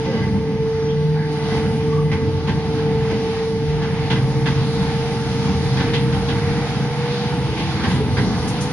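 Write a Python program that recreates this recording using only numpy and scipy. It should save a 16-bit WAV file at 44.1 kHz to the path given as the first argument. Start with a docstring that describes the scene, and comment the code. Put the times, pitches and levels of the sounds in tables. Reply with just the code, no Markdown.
"""A low hum, a gear whine and a flurry of rail knocks open the scene, in the cab of an electric railcar.
The car gains a little speed: wavering sines whine upward over body hums and thin blower tones.
Flickering bands of noise make the rumble, floor drone, wheel roar and top hiss; resonances ring the wheels.
Joints clang and thump through shaped noise bursts; short squeaks and bright spits of noise come between.
A close pair of microphone ports hears the bass mostly alike and the treble largely in opposition."""
import sys
import numpy as np
from scipy import signal
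from scipy.fft import rfft, irfft, next_fast_len
from scipy.io import wavfile

SR = 44100
rng = np.random.default_rng(int(sys.argv[2]) if len(sys.argv) > 2 else 0)


def unload_audio(sound):
    """Save the sound as a 16-bit wav file, at the path given as the first command line argument."""
    columns = np.transpose(np.atleast_2d(sound))
    # keep every value between -1 and 1, then stretch to whole-number steps
    steps = np.round(np.clip(columns, -1, 1) * 32767)
    wavfile.write(sys.argv[1], SR, steps.astype(np.int16))


N = 384552
SIZE = next_fast_len(N)
HZ = np.maximum(np.arange(SIZE // 2 + 1) * SR / SIZE, 1)
TIME = np.arange(N) / SR

# how the track rocks the heavy frame: t/s, rumble level/dB
TRACK_ROCKING = [(0, -34), (1.2, -33.5), (2.3, -27.5), (3.0, -27), (3.5, -29.5), (4.2, -25), (5.1, -31),
                 (5.8, -25), (7.2, -34), (8.1, -28.5), (8.72, -45)]
# colour of the body rumble: f/Hz, relative level/dB
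RUMBLE_COLOUR = [(15, -24), (25, -18), (40, -16), (60, -6), (80, -1), (100, 0.5), (135, -1), (170, -18.5),
                 (210, -33), (270, -15)]
# colour of the floor drone: f/Hz, relative level/dB
DRONE_COLOUR = [(120, -26), (170, 0), (200, -0.5), (260, -10), (310, -7), (350, -26), (420, -10),
                (460, -10.5), (540, -22.5), (650, -30)]
DRONE_DB, DRONE_FOLLOWS = -27, 0.47   # level at mean roar; share of the roar's swing in dB
# how the body shakes on after each thump; levels re thump, before the rise and fall shape it
RUMBLE_SHAKE_DB, DRONE_SHAKE_DB = -6.5, -3.5
SWAY_RISE_S, SWAY_FALL_S = 0.067, 0.31   # the heavy frame answers more slowly than the floor
SHAKE_RISE_S, SHAKE_FALL_S = 0.038, 0.17   # the floor

# how hard the wheel contact roars: t/s, level/dB
ROAR_LEVEL = [(0, -36.5), (.6, -39), (1.2, -39), (1.58, -31), (1.9, -36), (2.28, -37), (3.0, -36),
              (3.33, -33.5), (3.65, -37), (4.15, -32.5), (4.45, -34), (4.86, -31.5), (5.6, -31.5),
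              (6.1, -32), (6.8, -32), (7.5, -32), (8.72, -30.5)]
# colour of the wheel roar: f/Hz, relative level/dB
ROAR_COLOUR = [(450, -17), (600, -3), (780, 10), (950, 2.5), (1300, -0.5), (1700, -1), (2200, -1.5),
               (2700, -5.5), (3500, -6.5), (5000, -9.5), (6500, -17.5), (7600, -22.5), (8500, -55)]
# colour of the top hiss: f/Hz, relative level/dB
HISS_COLOUR = [(7600, -16), (8300, 9.5), (9000, 7.5), (10000, 10), (10900, 3), (11500, -30)]
HISS_DB, HISS_FOLLOWS = -55.5, 1.25   # level at mean roar; how many times the roar's swing in dB

# wheel modes: f/Hz, width of each resonance pass/Hz, relative level/dB
WHEEL_MODES = [(490, 26, -26.5), (1135, 40, -8), (1600, 100, -7.5), (2015, 37, -4), (2980, 110, -12.5),
               (3390, 50, -35), (4860, 39, -16)]
# spells of louder ringing, added to the faint one: middle t/s, length/s, peak gain/dB
RING_SPELLS = [(.19, 0.22, -38.5), (1.55, 0.78, -49), (2.17, 0.28, -51)]
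RING_DB = -47   # gain of the faint ring all along

# tooth mesh of the motor gearing: t/s, f/Hz, level/dB
TOOTH_MESH = [(0, 446.6, -25.5), (.73, 447.3, -22), (2.86, 449.2, -26.5), (3.45, 450.2, -22.5),
              (4.05, 453.2, -27.5), (5.5, 459.5, -27), (6.3, 465.5, -28), (7.41, 479.8, -28.5),
              (7.87, 484, -48), (8.72, 490, -29.5)]
# other shafts: multiple of the mesh frequency, level/dB, waver/dB
OTHER_SHAFTS = [(.685, -44, 5.5), (2.002, -49, 5)]

# pitches of the two body hums: lower f/Hz, upper f/Hz
HUM_PITCHES = (133.55, 150.4)
# swell and fade of the body hums: t/s, lower level/dB, upper level/dB
HUM_LEVELS = [(0.0, -25.5, -40.5), (0.97, -32, -27), (3.03, -29.5, -25.5), (3.28, -34.5, -48),
              (3.67, -34.5, -28), (4.39, -23, -26.5), (8.72, -31.5, -33.5)]
# thin tones of the blowers: f/Hz, level/dB
BLOWER_TONES = [(764.4, -57), (882.9, -40), (4807, -61.5), (5846, -61.5)]

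# rail joints, many in pairs as two axles of a bogie pass a third of a second apart:
# t/s, low clang level/dB, low clang f/Hz, upper clang level/dB re low clang, thump level/dB
RAIL_JOINTS = [(0.0487, -41, 2000, -8, -20.5), (0.141, -43, 2000, -17, -19), (0.223, -40.5, 1950, -26, -29),
               (0.469, -58, 1520, -6, -31.5), (1.513, -39, 1340, -13, -21.5),
               (2.118, -33, 2030, -12, -21.5), (2.475, -36, 1800, -1, -19.5), (2.7795, -41, 1580, -16, -41),
               (3.1, -37, 2010, -22, -20), (3.821, -38.5, 1620, -4, -32), (4.1039, -31.5, 1600, 2, -21),
               (4.1576, -36.5, 1660, -5.5, -27), (4.461, -31.5, 1600, -0.5, -21),
               (5.77, -34, 1750, -4, -23.5), (5.8006, -36, 1590, 0, -21), (5.9365, -33, 1690, 5, -24.5),
               (6.125, -39.5, 1800, 0.5, -34), (6.2858, -38, 1450, 5, -18.5),
               (7.573, -37.5, 1910, -2.5, -27.5), (7.596, -36.5, 2170, -7, -45),
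               (7.837, -29.5, 1680, -9, -20), (7.9002, -38, 1550, 2.5, -26),
               (7.949, -39.5, 1450, 0.5, -18.5), (8.171, -30, 1660, -9, -19), (8.2236, -44, 1670, -8, -22)]
UPPER_CLANG_HZ, JOINT_HISS_DB = 3000, -23.5   # hiss level re low clang
CROSSING_S, CLANG_T60_S, THUMP_T60_S = 0.022, 0.24, 0.31

# short squeaks and groans: start t/s, length/s, f/Hz, width of each resonance pass/Hz, level/dB
SQUEAKS = [(.05, 0.11, 526, 13, -30), (.11, 0.064, 460, 39, -22.5), (0.877, .07, 3200, 400, -43.5),
           (1.145, 0.085, 816, 170, -35), (1.129, .17, 1600, 390, -38), (1.87, .2, 1136, 66, -34.5),
           (7.981, 0.063, 435, 25, -23), (8.056, 0.037, 427, 16, -25), (8.248, 0.1, 423, 15, -39)]
# bright spits and puffs of hiss: start t/s, hold length/s, level/dB
SPITS = [(1.31, 0.023, -51.5), (4.648, 0.32, -51), (5.12, 0.29, -54), (5.43, .02, -50), (5.615, .06, -51),
         (7.875, 0.075, -44), (8.476, 0.014, -34.5), (8.605, 0.021, -35)]
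SPIT_T60_S = 0.2

# stereo width of the ports: f/Hz, side minus mid level/dB
SIDE_OVER_MID = [(25, -11), (60, -3), (125, -17), (250, -12.5), (450, -21), (600, -18), (880, -13),
                 (1250, -10.5), (2000, -4), (3500, 2), (6300, 2), (11000, 4)]
# lean of the pair: f/Hz, left minus right level/dB
LEFT_OVER_RIGHT = [(40, 3), (100, -0.5), (200, -0.2), (600, -1), (1100, -1.5), (2000, -1.3), (3500, -.3),
                   (6300, 1.5), (11000, 0)]
# what the spacing of the ports gives: f/Hz, share of the side's power taken from the mid
SPACING_SHARE = [(30, .2), (100, 0.59), (500, 1), (1100, 0.01), (12000, 0.01)]
NOTCH_HZ, NOTCH_WIDTH_HZ, CUTOFF_HZ = 7906, 494, 10950


def from_db(db):
    """Decibels to gain."""
    return 10 ** (np.asarray(db) / 20)


def rms_one(x):
    """Scale to rms 1."""
    return x / np.sqrt(np.mean(x ** 2) + 1e-20)


def in_time(rows):
    """Columns of a curve, sample by sample."""
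    s, *columns = np.transpose(rows)
    return [np.interp(TIME, s, c) for c in columns]


def at_hz(points):
    """A spectrum read on the whole frequency grid, straight over log frequency."""
    hz, value = np.transpose(points)
    return np.interp(np.log(HZ), np.log(np.maximum(hz, 1)), value)


def drift(rate):
    """Slow random wander of spread 1, from noise smoothed by a double pole; rate in Hz."""
    hop = 40   # samples between drawn points
    r = np.exp(-np.pi * rate * hop / SR)
    slow = signal.lfilter([1], [1, -2 * r, r * r], rng.standard_normal(N // hop + 2002))
    slow = rms_one(slow[2000:])   # skip the filter's settling
    return np.interp(np.arange(N) / hop, np.arange(len(slow)), slow)


def resonance(x, hz, width_hz):
    """Two-pole resonance with a gain of about 1 at its peak."""
    r = np.exp(-np.pi * width_hz / SR)
    poles = [1, -2 * r * np.cos(2 * np.pi * hz / SR), r * r]
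    return signal.lfilter((1 - r * r) / 2 * np.array([1, 0, -1]), poles, x)


def sung(noise, hz, width_hz):
    """Noise through a resonance applied twice; rms 1."""
    return rms_one(resonance(resonance(noise, hz, width_hz), hz, width_hz))


def rolling_noise(spectrum, shared_db, patchy_db, rate):
    """Two draws of coloured noise in overlapping half-octave bands that flicker together and alone."""
    low_hz, high_hz = spectrum[0][0], spectrum[-1][0]
    colour = from_db(at_hz(spectrum)) * (HZ > low_hz) * (HZ < high_hz)
    coloured = colour * rfft(rng.standard_normal((2, SIZE)))
    place = 2 * np.log2(HZ)   # in half octaves
    out, together = 0, drift(rate)
    for k in range(int(2 * np.log2(low_hz)), int(2 * np.log2(high_hz)) + 2):
        band = np.cos(np.pi / 2 * np.clip(place - k, -1, 1)) ** 2
        flicker = from_db(shared_db * together + patchy_db * drift(rate))
        out = out + flicker * irfft(band * coloured, SIZE)[:, :N]
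    return rms_one(out)


def tone(hz, db, waver_db, loose):
    """A sine wandering in level and pitch; the second draw runs a quarter turn ahead and wavers more."""
    turn = 2 * np.pi * np.cumsum(hz * (1 + loose * drift(5.89))) / SR
    waver = drift(4.06) + [[0], [1.2]] * drift(9.0)
    return np.sqrt(2) * from_db(db + waver_db * waver) * np.sin(turn + [[0], [np.pi / 2]])


def shaking(rise_s, fall_s):
    """Power that the thumps leave in the body, rising and settling."""
    power = 0
    for s, *_, thump_db in RAIL_JOINTS:
        after = np.maximum(TIME - s, 0)
        power = power + from_db(2 * thump_db) * (1 - np.exp(-after / rise_s)) * np.exp(-after / fall_s)
    return power


def body(swing_db):
    """Rumble follows the track, floor drone grows with the roar; thumps set both shaking."""
    # powers add, so the decibels are doubled here and the root taken below
    rumble = from_db(2 * in_time(TRACK_ROCKING)[0])
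    rumble = rumble + from_db(2 * RUMBLE_SHAKE_DB) * shaking(SWAY_RISE_S, SWAY_FALL_S)
    drone = from_db(2 * (DRONE_DB + DRONE_FOLLOWS * swing_db))
    drone = drone + from_db(2 * DRONE_SHAKE_DB) * shaking(SHAKE_RISE_S, SHAKE_FALL_S)
    return (np.sqrt(rumble) * rolling_noise(RUMBLE_COLOUR, shared_db=1.6, patchy_db=2.5, rate=2.6)
            + np.sqrt(drone) * rolling_noise(DRONE_COLOUR, shared_db=1.1, patchy_db=2.0, rate=10.4))


def roar(roar_db):
    """Steel wheels rolling on the rails give a broad noise that swells with the contact."""
    return from_db(roar_db) * rolling_noise(ROAR_COLOUR, shared_db=1.18, patchy_db=1.4, rate=5.4)


def top_hiss(swing_db):
    """A thin treble noise that swings further than the roar."""
    level = from_db(HISS_DB + HISS_FOLLOWS * swing_db)
    return level * rolling_noise(HISS_COLOUR, shared_db=1.1, patchy_db=0.5, rate=14.0)


def wheels():
    """Rough contact keeps the wheel modes ringing, faintly all along and louder in spells."""
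    rings = sum(from_db(db) * sung(rng.standard_normal((2, N)), hz, width_hz)
                for hz, width_hz, db in WHEEL_MODES)
    gain = from_db(RING_DB)
    for middle_s, length, db in RING_SPELLS:
        gain = gain + from_db(db) * np.cos(np.pi * np.clip((TIME - middle_s) / length, -.5, .5))
    return gain * rings


def gears():
    """The tooth mesh is a nearly clean tone; the other shafts turn in fixed ratio and waver more."""
    mesh_hz, mesh_db = in_time(TOOTH_MESH)
    out = tone(mesh_hz, mesh_db, waver_db=1.79, loose=0.0018)
    return out + sum(tone(order * mesh_hz, db, waver_db, loose=0.0015)
                     for order, db, waver_db in OTHER_SHAFTS)


def hums():
    """Low body hums that swell and fade, and thin blower tones; none follows the speed."""
    low = sum(tone(hz, db, waver_db=3.5, loose=0.01186)
              for hz, db in zip(HUM_PITCHES, in_time(HUM_LEVELS)))
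    return low + sum(tone(hz, db, waver_db=1.7, loose=0.0012) for hz, db in BLOWER_TONES)


def joints():
    """Each wheel passing a gap gives a clattering clang, a short hiss and a duller thump through the floor."""
    out, after = np.zeros((2, N)), np.arange(SR // 2) / SR
    low = signal.butter(2, [70, 300], "band", fs=SR, output="sos")
    wide = signal.butter(4, [1000, 5500], "band", fs=SR, output="sos")
    top = signal.butter(4, [8300, 10800], "band", fs=SR, output="sos")
    for s, db, low_hz, high_db, thump_db in RAIL_JOINTS:
        noise = rng.standard_normal((3, 2, len(after)))
        clatter = noise[0] * from_db(5.1 * rng.standard_normal(len(after)))   # uneven metal contacts
        clang = sung(clatter, low_hz, 700) - from_db(high_db) * sung(clatter, UPPER_CLANG_HZ, 1700)
        clang = clang + 0.41 * rms_one(signal.sosfilt(wide, noise[1]))
        clang = clang - 0.96 * sung(clatter, 865, 320)   # the cab panels answer
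        wheel_ring = sum(from_db(mode_db) * sung(clatter, hz, width_hz)
                         for hz, width_hz, mode_db in WHEEL_MODES[1:])
        clang = clang + 0.82 * wheel_ring
        clang = clang + from_db(JOINT_HISS_DB) * rms_one(signal.sosfilt(top, noise[1]))
        # holds while the wheel crosses, then rings out
        dying_db = -60 * np.maximum(after - CROSSING_S, 0) / CLANG_T60_S
        blow = from_db(db + dying_db) * (1 - np.exp(-after / 0.0027)) * clang
        # the lows rise later and last longer
        thump = from_db(thump_db - 60 * after / THUMP_T60_S) * (1 - np.exp(-after / 0.015))
        floor_boom = 0.6 * sung(noise[2], 198, 74)
        blow = blow + thump * (rms_one(signal.sosfilt(low, noise[2])) + floor_boom)
        at = round((s - .004) * SR)   # the rise starts a little before the listed time
        out[:, at:at + len(after)] += blow[:, :N - at]
    return out


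def squeaks():
    """Narrow bursts of resonant noise that swell and fade."""
    out = np.zeros((2, N))
    for s, length, hz, width_hz, db in SQUEAKS:
        at, count = round(s * SR), round(length * SR)
        voice = sung(rng.standard_normal((2, SR // 2)), hz, width_hz)[:, -count:]
        out[:, at:at + count] += from_db(db) * np.hanning(count) ** .5 * voice
    return out


def spits():
    """Bright noise bursts that start almost at once, hold and die fast."""
    out, after = np.zeros((2, N)), np.arange(SR // 2) / SR
    top = signal.butter(2, [4500, 10800], "band", fs=SR, output="sos")
    for s, length, db in SPITS:
        dying_db = -60 * np.maximum(after - length, 0) / SPIT_T60_S
        shape = from_db(db + dying_db) * (1 - np.exp(-after / .003))
        burst = shape * rms_one(signal.sosfilt(top, rng.standard_normal((2, len(after)))))
        at = round(s * SR)
        out[:, at:at + len(after)] += burst[:, :N - at]
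    return out


def scene():
    """All sources, as two draws that the microphone ports turn into mid and side."""
    roar_db, = in_time(ROAR_LEVEL)
    swing_db = roar_db - roar_db.mean()
    rolling = body(swing_db) + roar(roar_db) + top_hiss(swing_db)
    return rolling + wheels() + gears() + hums() + joints() + squeaks() + spits()


def band_limit(x):
    """A steep low-pass at the top of the band."""
    return signal.sosfilt(signal.butter(12, 11970, fs=SR, output="sos"), x)


def record(dry):
    """Two close ports: the side is partly the mid turned a quarter, partly the other draw."""
    mid, other = rfft(dry, SIZE)
    share = np.clip(at_hz(SPACING_SHARE), 0, 1)
    side = from_db(at_hz(SIDE_OVER_MID)) * (1j * np.sqrt(share) * mid + np.sqrt(1 - share) * other)
    lean = from_db(at_hz(LEFT_OVER_RIGHT) / 2)   # half to each port
    off = (HZ - NOTCH_HZ) / NOTCH_WIDTH_HZ
    treble = off ** 2 / (1 + off ** 2) * (HZ < CUTOFF_HZ)   # deep notch below a steep cut
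    ports = np.array([(mid + side) * lean, (mid - side) / lean])
    mix = irfft(treble * ports, SIZE)[:, :N]
    return band_limit(mix)


dry = scene()
out = record(dry)
unload_audio(out)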